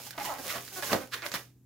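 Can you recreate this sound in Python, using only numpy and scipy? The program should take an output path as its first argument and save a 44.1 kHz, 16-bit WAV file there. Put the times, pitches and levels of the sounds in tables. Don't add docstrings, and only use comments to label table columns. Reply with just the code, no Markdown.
import sys
import numpy as np
from scipy import signal
from scipy.fft import rfft, irfft, next_fast_len
from scipy.io import wavfile

SR = 44100
rng = np.random.default_rng(int(sys.argv[2]) if len(sys.argv) > 2 else 0)


def generate_wav(signal):
    frames = np.transpose(np.atleast_2d(signal))
    scaled = np.clip(frames, -1, 1) * 32767
    pcm = np.round(scaled).astype(np.int16)
    wavfile.write(sys.argv[1], SR, pcm)


def how_loud(loudness_db):
    steps = np.asarray(loudness_db, float) / 20
    return 10 ** steps


N = 72765

# pitch [Hz], width [Hz], level [dB].
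NECK_RINGS = [(1150, 400, -7), (1650, 400, -.5), (2300, 800, -1.5), (3500, 1300, 1.5), (5400, 1800, -2.5),
              (10000, 7000, -2.5)]
# pitch [Hz], width [Hz], level [dB].
BUBBLE_RINGS = [(60, 40, -23), (110, 40, -17), (270, 90, -5), (370, 120, -5), (530, 120, -1.5),
                (650, 120, -1.5), (820, 180, -2.5), (1500, 250, .5), (2500, 1200, -3)]


def rms_one(x):
    return x / np.sqrt(np.mean(x ** 2) + 1e-20)


def colour(points, size):
    hz, db = np.transpose(points)
    grid_hz = np.arange(size // 2 + 1) * SR / size
    return how_loud(np.interp(np.log(grid_hz + 1), np.log(hz), db))


def shaped(x, points):
    size = x.shape[-1]
    return rms_one(irfft(rfft(x) * colour(points, size), size))


def band_filter(x, order, hz, kind="low"):
    return signal.sosfilt(signal.butter(order, hz, kind, fs=SR, output="sos"), x)


def body(push, rings):
    out = 0
    for k, (hz, width_hz, db) in enumerate(rings):
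        decay = np.exp(-np.pi * width_hz / SR)
        turn = 2 * np.pi * hz / SR
        ring = signal.lfilter([0, np.sin(turn)], [1, -2 * decay * np.cos(turn), decay * decay], push + 1e-18)
        out = out + (-1) ** k * how_loud(db) * ring
    return out


def slips(runs, rings, tilt_db, arch_db, jitter, wander, uneven_db, sign=1):
    clicks = np.zeros(N)
    for start, length, first_hz, last_hz, db in runs:
        chance = rng.standard_normal((80, 3))
        count = np.arange(len(chance))
        glide = np.log(last_hz / first_hz + 1e-6) / length
        t = np.log(np.maximum(1 + glide * count / first_hz, 1e-9)) / glide
        t = t + (jitter * chance[:, 0] + wander * np.cumsum(chance[:, 2])) / first_hz
        on = (t >= 0) & (t < length)
        done = t[on] / length
        tilt = tilt_db * (done - 1) if tilt_db > 0 else tilt_db * done
        arch = arch_db * (2 * done - 1) ** 2
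        strength = sign * how_loud(db + tilt - arch + uneven_db * chance[on, 1])
        at = (start + t[on]) * SR
        np.add.at(clicks, at.astype(int), strength * (1 - at % 1))
        np.add.at(clicks, at.astype(int) + 1, strength * (at % 1))
    return body(clicks, rings)


def tube_squeaks():
    # start [s], length [s], first rate [Hz], last rate [Hz], peak level [dB].
    groan_runs = [
        (.066, .012, 810, 790, -45),
        (.177, .014, 320, 300, -30),
        (.266, .02, 900, 800, -41),
        (.335, .04, 264, 258, -33),
        (.44, .045, 560, 570, -37),
        (.533, .055, 600, 580, -35),
        (.822, .034, 600, 480, -32),
        (.14, .035, 270, 280, -44),
    ]
    note_runs = [
        (.197, .026, 830, 800, -33),
        (.245, .02, 1030, 960, -33),
        (1.25, .017, 575, 590, -29),
    ]
    glide_runs = [
        (.285, .031, 358, 270, -24),
        (.316, .02, 268, 258, -24),
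    ]
    # pitch [Hz], width [Hz], level [dB].
    tube_rings = [(340, 200, -15), (580, 200, -6), (830, 260, 0), (1400, 300, -6), (2050, 300, -7),
                  (3050, 400, -10), (4500, 2000, -13)]
    slack_rings = [(540, 200, -9), (860, 320, .5), (1400, 300, -9)]
    groans = slips(groan_runs, tube_rings, tilt_db=-1.5, arch_db=6, jitter=.05, wander=.06, uneven_db=3)
    notes = slips(note_runs, tube_rings, tilt_db=1.5, arch_db=5, jitter=.05, wander=.045, uneven_db=2.5)
    glides = slips(glide_runs, slack_rings, tilt_db=1.5, arch_db=3, jitter=.01, wander=.01, uneven_db=1.5)
    return groans + notes + glides


def bubble_honks():
    # start [s], length [s], first rate [Hz], last rate [Hz], peak level [dB].
    honk_runs = [
        (.384, .028, 270, 255, -38),
        (.76, .044, 372, 362, -35),
        (.177, .022, 300, 310, -40),
        (.715, .035, 390, 385, -48),
        (1.0, .05, 262, 260, -41),
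        (1.14, .03, 500, 480, -45),
    ]
    return slips(honk_runs, BUBBLE_RINGS, tilt_db=-1.5, arch_db=5, jitter=.015, wander=.015, uneven_db=1.5)


def neck_squeaks():
    # start [s], length [s], first rate [Hz], last rate [Hz], peak level [dB].
    creak_runs = [
        (.128, .014, 1580, 1560, -46),
        (.478, .048, 600, 620, -35),
        (.545, .045, 300, 290, -35),
        (.824, .016, 580, 570, -29),
        (.855, .04, 420, 480, -36),
        (1.15, .07, 330, 280, -41),
        (1.2245, .012, 280, 300, -34),
        (1.341, .024, 330, 260, -25),
    ]
    swell_runs = [
        (.893, .03, 730, 1150, -29),
        (1.1155, .032, 275, 390, -12.5),
        (1.255, .0105, 570, 585, -25),
    ]
    creaks = slips(creak_runs, NECK_RINGS, tilt_db=-1.5, arch_db=3, jitter=.1, wander=.07, uneven_db=3)
    swells = slips(swell_runs, NECK_RINGS, tilt_db=22, arch_db=11, jitter=.015, wander=.015, uneven_db=1.2,
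                   sign=-1)
    return band_filter(creaks + swells, 2, 850, "high")


def chafes():
    # start [s], length [s], rate [Hz], peak level [dB], pitch of the patch [Hz].
    chafe_runs = [(.204, .016, 420, -34, 1050), (.2, .022, 700, -38, 2150), (.226, .012, 400, -37, 850),
                  (.248, .042, 1010, -40, 3050), (.25, .03, 1000, -41, 2000), (.264, .018, 400, -39, 780),
                  (.296, .034, 270, -36, 1380), (.385, .024, 260, -39, 720), (.823, .014, 575, -30, 1720),
                  (.486, .024, 620, -29.5, 2150), (.48, .04, 700, -36, 3900), (.462, .025, 520, -45, 530),
                  (.508, .018, 650, -36, 1350), (.512, .014, 600, -34, 2500), (.536, .018, 600, -33, 1900),
                  (.557, .014, 580, -32, 1250), (.577, .01, 600, -37, 1400), (.892, .02, 770, -32, 1550),
                  (.906, .012, 1100, -37, 1120), (.912, .016, 1000, -31, 2500),
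                  (.9285, .01, 500, -21, 1520), (1.165, .055, 300, -38, 1900), (1.225, .03, 330, -32, 1450),
                  (1.222, .028, 330, -29, 2200), (1.316, .006, 900, -31, 6800),
                  (1.323, .013, 600, -33, 6600), (1.323, .012, 500, -36, 2500),
                  (1.342, .01, 500, -27, 1200), (1.358, .018, 500, -34, 2300)]
    sharpness = 5.0
    out = 0
    for start, length, hz, db, patch_hz in chafe_runs:
        run = (start, length, hz, hz * .97, db)
        patch = (patch_hz, patch_hz / sharpness, 0)
        out = out + slips([run], [patch], tilt_db=1.5, arch_db=7, jitter=.05, wander=.04, uneven_db=3)
    return out


def snaps():
    # time [s], peak level [dB].
    snap_times = [(.1067, -27), (.1785, -26), (.1995, -28), (.2437, -27), (.318, -29), (.3838, -33),
                  (.4497, -32), (.558, -28), (.5027, -28), (.678, -30), (.8235, -23), (.9298, -10),
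                  (.933, -16), (1.2203, -26), (1.2632, -17), (1.3169, -21), (1.3388, -17), (1.3478, -23),
                  (1.3538, -21)]
    clicks = np.zeros(N)
    for s, db in snap_times:
        clicks[int((s + .001) * SR)] = how_loud(db - 3)
    crack = how_loud(3) * band_filter(clicks, 2, [900, 7000], "band")
    return body(clicks, NECK_RINGS) + crack + how_loud(-5) * clicks


def thumps():
    # time [s], peak level [dB], sharpness of the push [Hz].
    thump_pushes = [(.9185, -15, 350), (.924, -22, 1200), (.9292, -14, 2500), (.934, -16, 1500),
                    (.938, -16, 900), (.9475, -14, 1100), (.953, -19, 800), (.9575, -21, 500),
                    (.966, -28, 500), (.977, -31, 900), (.99, -33, 700), (1.006, -30, 700),
                    (1.04, -33, 300), (1.14, -34, 150), (1.34, -30, 250), (1.352, -29, 250)]
    pushes, t = np.zeros(N), np.arange(N) / SR
    for s, db, sharp_hz in thump_pushes:
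        since = np.maximum(t - s, 0)
        push = since * np.exp(-2 * np.pi * sharp_hz * since)
        pushes -= how_loud(db) * push / push.sum()
    return body(pushes, BUBBLE_RINGS)


def grains():
    grains_per_s, spread_db, smooth_share = 2000, 4, .55
    sizes = how_loud(spread_db * np.minimum(rng.exponential(1, N), 5)) * rng.choice([-1, 1], N)
    catches = rms_one(sizes * (rng.random(N) < grains_per_s / SR))
    return np.sqrt(smooth_share) * rng.standard_normal(N) + np.sqrt(1 - smooth_share) * catches


def palms():
    # time of the peak [s], hiss level [dB], rise [s per 20 dB], fall [s per 20 dB],
    # hollow rub over hiss [dB].
    palm_strokes = [(.002, -49, .02, .08, 3), (.066, -45, .1, .09, -6), (.108, -42, .003, .012, -6),
                    (.185, -50, .015, .1, 7), (.225, -45, .08, .06, 2), (.256, -40, .05, .12, 0),
                    (.32, -49, .1, .12, -1.5), (.39, -49, .04, .12, 5), (.458, -45, .1, .1, 0),
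                    (.51, -39, .12, .12, -8), (.565, -46, .08, .1, 6), (.66, -49, .2, .3, -8),
                    (.733, -46, .01, .12, -8), (.776, -41, .06, .08, -3), (.832, -41, .015, .2, -5),
                    (.88, -40, .12, .1, -12), (.93, -36, .06, .07, 7), (1.02, -51, .1, .08, 7),
                    (1.144, -46, .04, .08, 0), (1.18, -56, .06, .06, 3), (1.262, -44, .05, .08, 2),
                    (1.318, -47, .006, .03, 3), (1.343, -38, .015, .06, 3), (1.39, -51, .06, .1, -1.5)]
    # frequency [Hz], level [dB].
    hiss_colour = [(300, -18), (1000, -11), (2500, -4), (5000, -3), (7000, -3), (8000, -6), (12000, -2.5),
                   (16500, -3)]
    hollow_colour = [(40, -18), (100, -5), (260, -.5), (600, -1.5), (1100, -8), (2300, -9), (5000, -26)]
    t, hiss_power, hollow_power = np.arange(N) / SR, 0, 0
    for s, db, rise, fall, hollow_db in palm_strokes:
        away = np.maximum((s - t) / rise, (t - s) / fall)
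        power = how_loud(2 * (db - 20 * away))
        hiss_power = hiss_power + power
        hollow_power = hollow_power + power * how_loud(2 * hollow_db)
    hiss = how_loud(2.5) * np.sqrt(hiss_power) * shaped(grains(), hiss_colour)
    hollow = how_loud(-4) * np.sqrt(hollow_power) * shaped(grains(), hollow_colour)
    return hiss + hollow


def room(x, wide):
    # frequency [Hz], level difference [dB].
    left_over_right = [(60, .8), (250, -.4), (600, -2), (1400, -3), (2800, -4), (5000, -8), (7600, -8),
                       (8400, -.8)]
    # frequency [Hz], level [dB].
    unlike_colour = [(60, -9), (300, -16), (800, -6), (2000, -3), (5000, -2), (7500, -2), (8500, -9),
                     (16000, -8)]
    near_s, echo_s = .015, .21
    near_db, tail_db, dull_hz = -19, -11, 5000
    size = next_fast_len(N + SR)
    t = np.arange(SR // 2) / SR
    noise = rng.standard_normal((4, len(t)))
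    near = noise[2:] * how_loud(-20 * t / near_s)
    tail = noise[:2] * how_loud(-60 * t / echo_s) * np.clip(t / .01, 0, 1)
    opposite = np.array([[1], [-1]])
    tail = band_filter(tail[0] + .6 * tail[1] * opposite, 1, dull_hz)

    def unit(echo):
        return rfft(echo / np.sqrt(np.sum(echo ** 2, axis=-1, keepdims=True)), size)

    alike = rfft(x, size) * (1 + how_loud(near_db) * unit(near[0]) + how_loud(tail_db) * unit(tail))
    unlike = rfft(wide, size) * colour(unlike_colour, size) * unit(near[1]) * opposite
    tilt = np.sqrt(colour(left_over_right, size))
    return irfft((alike + unlike) * [tilt, 1 / tilt], size)[:, :N]


def background():
    # frequency [Hz], level [dB].
    air_colour = [(20, -16), (60, -1.5), (120, -4), (250, -3), (350, -10), (600, -28), (5000, -42),
                  (16000, -39)]
    mic_colour = [(1500, -14), (4500, -10), (7000, -1.5), (9000, -9), (13000, -1.5), (16000, -3)]
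    hum_hz, hum_db, waver_hz = 123.5, -61, 4
    noise = rng.standard_normal((3, N))
    air = how_loud(-64) * shaped(noise[0] + .35 * noise[1:], air_colour)
    slow = band_filter(rng.standard_normal((2, N + SR)), 2, waver_hz)[:, SR:]
    wobble, sway = rms_one(slow[0]), rms_one(slow[1])
    hum = np.sin(2 * np.pi * hum_hz * np.arange(N) / SR + .25 * sway) * how_loud(hum_db + 3 + 1.8 * wobble)
    mic_hiss = how_loud(-76) * shaped(rng.standard_normal((2, N)), mic_colour)
    return air + hum + mic_hiss


def scene():
    rubber = tube_squeaks() + bubble_honks() + neck_squeaks() + snaps() + thumps() + chafes()
    return room(rubber + palms(), rubber + palms()) + background()


def band_limit(x):
    return signal.sosfilt(signal.butter(12, 16150, fs=SR, output="sos"), x)


def record(dry):
    cut = signal.sosfilt(signal.cheby2(16, 70, 16500, fs=SR, output="sos"), dry)
    cut = band_filter(cut, 2, 45, "high")
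    return band_limit(cut)


dry = scene()
out = record(dry)
generate_wav(out)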